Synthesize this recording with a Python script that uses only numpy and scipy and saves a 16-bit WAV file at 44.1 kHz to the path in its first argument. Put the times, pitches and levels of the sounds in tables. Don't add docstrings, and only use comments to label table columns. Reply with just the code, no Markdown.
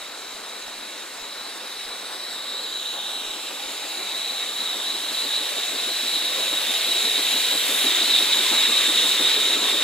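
import sys
import numpy as np
from scipy import signal
from scipy.fft import rfft, irfft, next_fast_len
from scipy.io import wavfile
from scipy.ndimage import uniform_filter1d

SR = 44100
rng = np.random.default_rng(int(sys.argv[2]) if len(sys.argv) > 2 else 0)


def master(y):
    cut = np.clip(np.atleast_2d(y).T, -1, 1)
    pcm = np.round(cut * 32767)
    wavfile.write(sys.argv[1], SR, pcm.astype(np.int16))


N = 433503
HOP = 128
TIME = np.arange(N) / SR
FRAME_S = np.arange(N // HOP + 9) * HOP / SR
BIN_HZ = np.fft.rfftfreq(8 * HOP, 1 / SR)


def gain_of(db):
    return 10 ** (np.asarray(db) / 20)


def unit_rms(x):
    return x / np.sqrt(np.mean(x ** 2) + 1e-20)


def over_time(rows, s=TIME):
    at, *columns = np.transpose(rows)
    return [np.interp(s, at, c) for c in columns]


def over_hz(rows):
    hz, *columns = np.transpose(rows)
    return [np.interp(np.log(BIN_HZ + 1), np.log(hz + 1), c) for c in columns]


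def colour(rows):
    return gain_of(over_hz(rows)[0])


def wander(rate_hz):
    size = next_fast_len(N)
    hz = np.fft.rfftfreq(size, 1 / SR)
    spectrum = rfft(rng.standard_normal(size)) / (1 + (hz / rate_hz) ** 2)
    return unit_rms(irfft(spectrum, size)[:N])


def patches(depth_db, size):
    field = rng.standard_normal((len(FRAME_S), len(BIN_HZ)))
    field = uniform_filter1d(field, size[0], axis=0)
    field = uniform_filter1d(field, size[1], axis=1)
    return gain_of(depth_db * unit_rms(field))


def swells(rows):
    return sum(db * np.exp(-(2 * (TIME - middle) / length) ** 2) for middle, length, db in rows)


def beats(rows, rise_s, hold_s, fall_s):
    out, t = np.zeros(N), np.arange(SR // 4) / SR
    envelope = (1 - np.exp(-t / rise_s)) * np.exp(-np.maximum(t - hold_s, 0) / fall_s)
    for s, db in rows:
        part = out[round(s * SR):][:len(t)]
        part += gain_of(db) * envelope[:len(part)]
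    return out


def stereo_noise(shape):
    # f/Hz, likeness/0-1, left lead/rad, left over right/dB
    ports = [(60, 0.4, 1, -2.5), (200, 0.93, 0.5, 5), (550, 0.67, 0.2, 3), (1400, 1, 0.84, .7),
             (2550, 0.86, 0, 0.5), (3170, 0.61, 0, -3), (3930, 0.98, 0.71, 0.4), (4450, 0.55, 0.9, -5),
             (5720, 0.44, 2.5, 2), (7000, 0.4, 0, 4), (8700, 0.26, 2, -4), (9740, 1, 1.5, -1),
             (12000, 0.57, 4, 1.5), (13200, 0, 5.5, -2), (14800, 0.85, 3.5, 2)]
    same, lead, side_db = over_hz(ports)
    same, tilt = np.clip(same, 0, .99), gain_of(side_db / 2)
    a, b = rng.standard_normal((2, len(FRAME_S), len(BIN_HZ), 2)).view(complex)[..., 0]
    left = a * tilt
    right = (same * a + np.sqrt(1 - same ** 2) * b) * np.exp(-1j * lead) / tilt
    mono_gain = np.sqrt(tilt ** 2 + tilt ** -2 + 2 * same * np.cos(lead))
    spectra = np.array([left, right]) * (shape / mono_gain)
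    x = signal.istft(spectra.swapaxes(1, 2), nperseg=8 * HOP, noverlap=7 * HOP)[1][:, :N]
    return x / x.mean(0).std()


def nearness(behind_m, closest_m, speed_m_per_s=0.39, abreast_s=8.21):
    along_m = speed_m_per_s * (TIME - abreast_s) - behind_m
    return closest_m / np.hypot(closest_m, along_m)


def track_bed(height, share):
    # t/s, delay at the flue's height/ms, strength/0-1, scattered above f/Hz
    reflection = [(0, .265, .5, 5500), (1.2, .275, .55, 6000), (2.1, .295, .55, 9000),
                  (2.5, .33, .55, 10000), (3.2, .44, .5, 9500), (3.9, .55, .38, 6500), (5.5, .8, .05, 6500),
                  (9.83, 1.2, .03, 6500)]
    delay_ms, strength, scatter_hz = (c[:, None] for c in over_time(reflection, FRAME_S))
    delay_s = height * delay_ms / 1000
    echo = share * strength / (1 + (BIN_HZ / scatter_hz) ** 6)
    return abs(1 - echo * np.exp(-2j * np.pi * BIN_HZ * delay_s)) / np.sqrt(1 + echo ** 2)


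def garden(air_db=-44.0, swell_db=1.5, wind_db=-74, lull_db_per_s=1.0, lumps_db=7.0):
    # f/Hz, level/dB
    air_eq = [(30, -32), (95, -37), (140, -19), (200, -4), (290, -3.5), (520, 4), (900, 4.5), (1500, 5),
              (2400, -12.5), (4500, -9), (16000, -49)]
    # f/Hz, level/dB
    wind_eq = [(12, 10), (35, -4), (60, -9), (100, -23), (200, -32), (800, -70)]
    # middle t/s, length/s, lift/dB
    gusts = [(1.15, .5, 3.5), (1.88, .25, 5), (9.8, 0.55, 11)]
    air = stereo_noise(colour(air_eq)) * gain_of(air_db + swell_db * wander(9))
    level_db = wind_db - lull_db_per_s * TIME + swells(gusts) + lumps_db * wander(8.6)
    return air + stereo_noise(colour(wind_eq)) * gain_of(level_db)


def low_cut(x, lowest_hz=150):
    return signal.sosfilt(signal.butter(6, lowest_hz, "highpass", fs=SR, output="sos"), x)


def wheels(roll_db=-34, bump_db=1.4, ring_width_hz=190):
    # f/Hz, level/dB
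    roll_eq = [(70, -55), (120, -33), (180, -15), (260, -2.5), (400, 0.5), (520, 0.5), (610, -1.5),
               (800, -2), (1150, -1.5), (1600, -5.5), (2800, -17), (6000, -38)]
    # t/s, f/Hz, lift/dB
    boards = [(0, 950, -4), (3.8, 795, 6), (6, 696, 3.5), (7.4, 770, 2), (9.83, 780, -3)]
    # t/s, level/dB
    thumps = [(2.927, -42), (6.374, -38), (8.515, -36)]
    ring_hz, lift_db = (c[:, None] for c in over_time(boards, FRAME_S))
    ring = gain_of(lift_db / (1 + (2 * (BIN_HZ - ring_hz) / ring_width_hz) ** 2))
    rumble = stereo_noise(colour(roll_eq) * ring * patches(2.2, size=(70, 2)))
    rolling = gain_of(roll_db + bump_db * wander(45)) * nearness(behind_m=0.76, closest_m=0.86)
    thumping = beats(thumps, rise_s=0.0013, hold_s=0.059, fall_s=0.028)
    return rumble * np.hypot(rolling, thumping)


def strokes(count=64, first_s=.098, gap_s=.14299, gap_growth_s=.000482):
    # lateness/s, accent/dB
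    valves = [(0.0036, -5.3), (0.0042, -5.5), (-0.015, -2.5), (-0.017, -6)]
    k = np.arange(count)
    late_s, accent_db = np.array(valves)[k % len(valves)].T
    return np.transpose([first_s + gap_s * k + gap_growth_s * k ** 2 / 2 + late_s, accent_db])


def exhaust(puff_db=-29):
    # f/Hz, level/dB
    puff_eq = [(90, -60), (150, -39), (210, -6), (280, 9.5), (380, 3), (520, 0), (750, -4.5), (1100, -6),
               (2000, -6.5), (5000, -24)]
    puffs = stereo_noise(colour(puff_eq) * patches(1.2, size=(40, 3)))
    puffs *= beats(strokes(), rise_s=.006, hold_s=.034, fall_s=.014)
    return puffs * gain_of(puff_db) * nearness(behind_m=0, closest_m=1.03) ** 2


def steam_leaks(hiss_db=-30.5, dull_hz=9800, dull_db=5.0, sputter_db=0.5):
    # f/Hz, level/dB
    hiss_eq = [(2000, -75), (4300, 2.5), (5400, -6), (6300, -6.5), (7050, 2), (7600, 0), (8200, -0.5),
               (8900, -4.5), (10000, -7), (11000, -6), (12200, -7), (13500, -17.5), (15000, -6.5),
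               (16000, -36)]
    near = nearness(behind_m=0.096, closest_m=0.67)
    far = 1 - np.interp(FRAME_S, TIME, near)[:, None]
    top = 1 - 1 / (1 + (BIN_HZ / dull_hz) ** 10)
    tone = colour(hiss_eq) * gain_of(-dull_db * far * top) * track_bed(height=.95, share=1)
    hiss = stereo_noise(tone * patches(1.62, size=(24, 10)))
    return hiss * gain_of(hiss_db + sputter_db * wander(13)) * near


def steam_jet():
    # f/Hz, level/dB
    jet_eq = [(4000, -30), (8500, -19), (10500, 10), (12800, 5), (14000, -4), (16000, -9)]
    # t/s, level/dB
    sweep = [(0, -65), (6.8, -43.5), (7.45, -42), (7.65, -38.5), (7.85, -35), (7.97, -65), (9.83, -65)]
    return stereo_noise(colour(jet_eq)) * gain_of(over_time(sweep)[0])


def burner(roar_db=-27.0, flicker_db=.5):
    # f/Hz, level/dB
    roar_eq = [(300, -64), (900, -34), (1500, -1.5), (2300, 3.5), (3300, 5.5), (4200, 0), (5000, -14),
               (6000, -8.5), (9000, -33)]
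    # t/s, depth/dB
    choke_depth = [(0, -0.5), (8.2, 2), (8.8, 4)]
    choke = beats([(s, 0) for s, _ in strokes()], rise_s=0.0065, hold_s=0.025, fall_s=0.085)
    draught_db = -over_time(choke_depth)[0] * (choke - uniform_filter1d(choke, SR // 4))
    tone = colour(roar_eq) * track_bed(height=1.12, share=0.59)
    roar = stereo_noise(tone * patches(0.96, size=(25, 6)))
    level_db = roar_db + draught_db + flicker_db * wander(30)
    return roar * gain_of(level_db) * nearness(behind_m=0.13, closest_m=0.58)


def flue(sing_db=-22, width_hz=235, steepness=1.145, waver_hz=52, unrest_db=0.64, flutter_db=0.05):
    # t/s, f/Hz
    note = [(0, 3870), (5.2, 3850), (8.3, 3805), (9.83, 3750)]
    # middle t/s, length/s, change/dB
    flares = [(.56, 0.13, 1.5), (1.12, 0.14, -6), (1.48, .06, 2.5), (1.78, 0.22, 2.5), (3.75, 0.98, -1),
              (4.17, 0.12, 4), (4.54, 0.076, -4), (4.63, 0.066, 3), (4.89, 0.13, 3), (5.02, 0.09, -3.5),
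              (5.2, 0.11, 3), (5.35, 0.069, 7), (6.16, 0.085, 4.5), (7.02, 0.11, 2.5), (7.69, 0.22, -5.5),
              (8.15, 0.083, 5.5), (8.33, 0.02, 7), (8.98, .06, 2.5), (9.28, 0.054, 4), (9.58, 0.043, -5)]
    pitch_hz = over_time(note, FRAME_S)[0] + waver_hz * np.interp(FRAME_S, TIME, wander(7.1))
    detune = (BIN_HZ - pitch_hz[:, None]) / (width_hz / 2)
    skirt = np.where(detune > 0, 3, 6)
    resonance = (1 + detune ** 2) ** (-steepness / 2) / np.sqrt(1 + (detune / skirt) ** 2)
    level_db = sing_db + swells(flares) + unrest_db * wander(14) - flutter_db * wander(55)
    singing = stereo_noise(resonance * track_bed(height=1, share=0.83))
    return singing * gain_of(level_db) * nearness(behind_m=0.18, closest_m=0.56)


def scene():
    return flue() + burner() + steam_leaks() + steam_jet() + low_cut(exhaust() + wheels()) + garden()


def record(dry):
    lowpass = signal.firwin(1023, 15780, window=("kaiser", 9), fs=SR)
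    return signal.oaconvolve(dry, lowpass[None], "same")


dry = scene()
out = record(dry)
master(out)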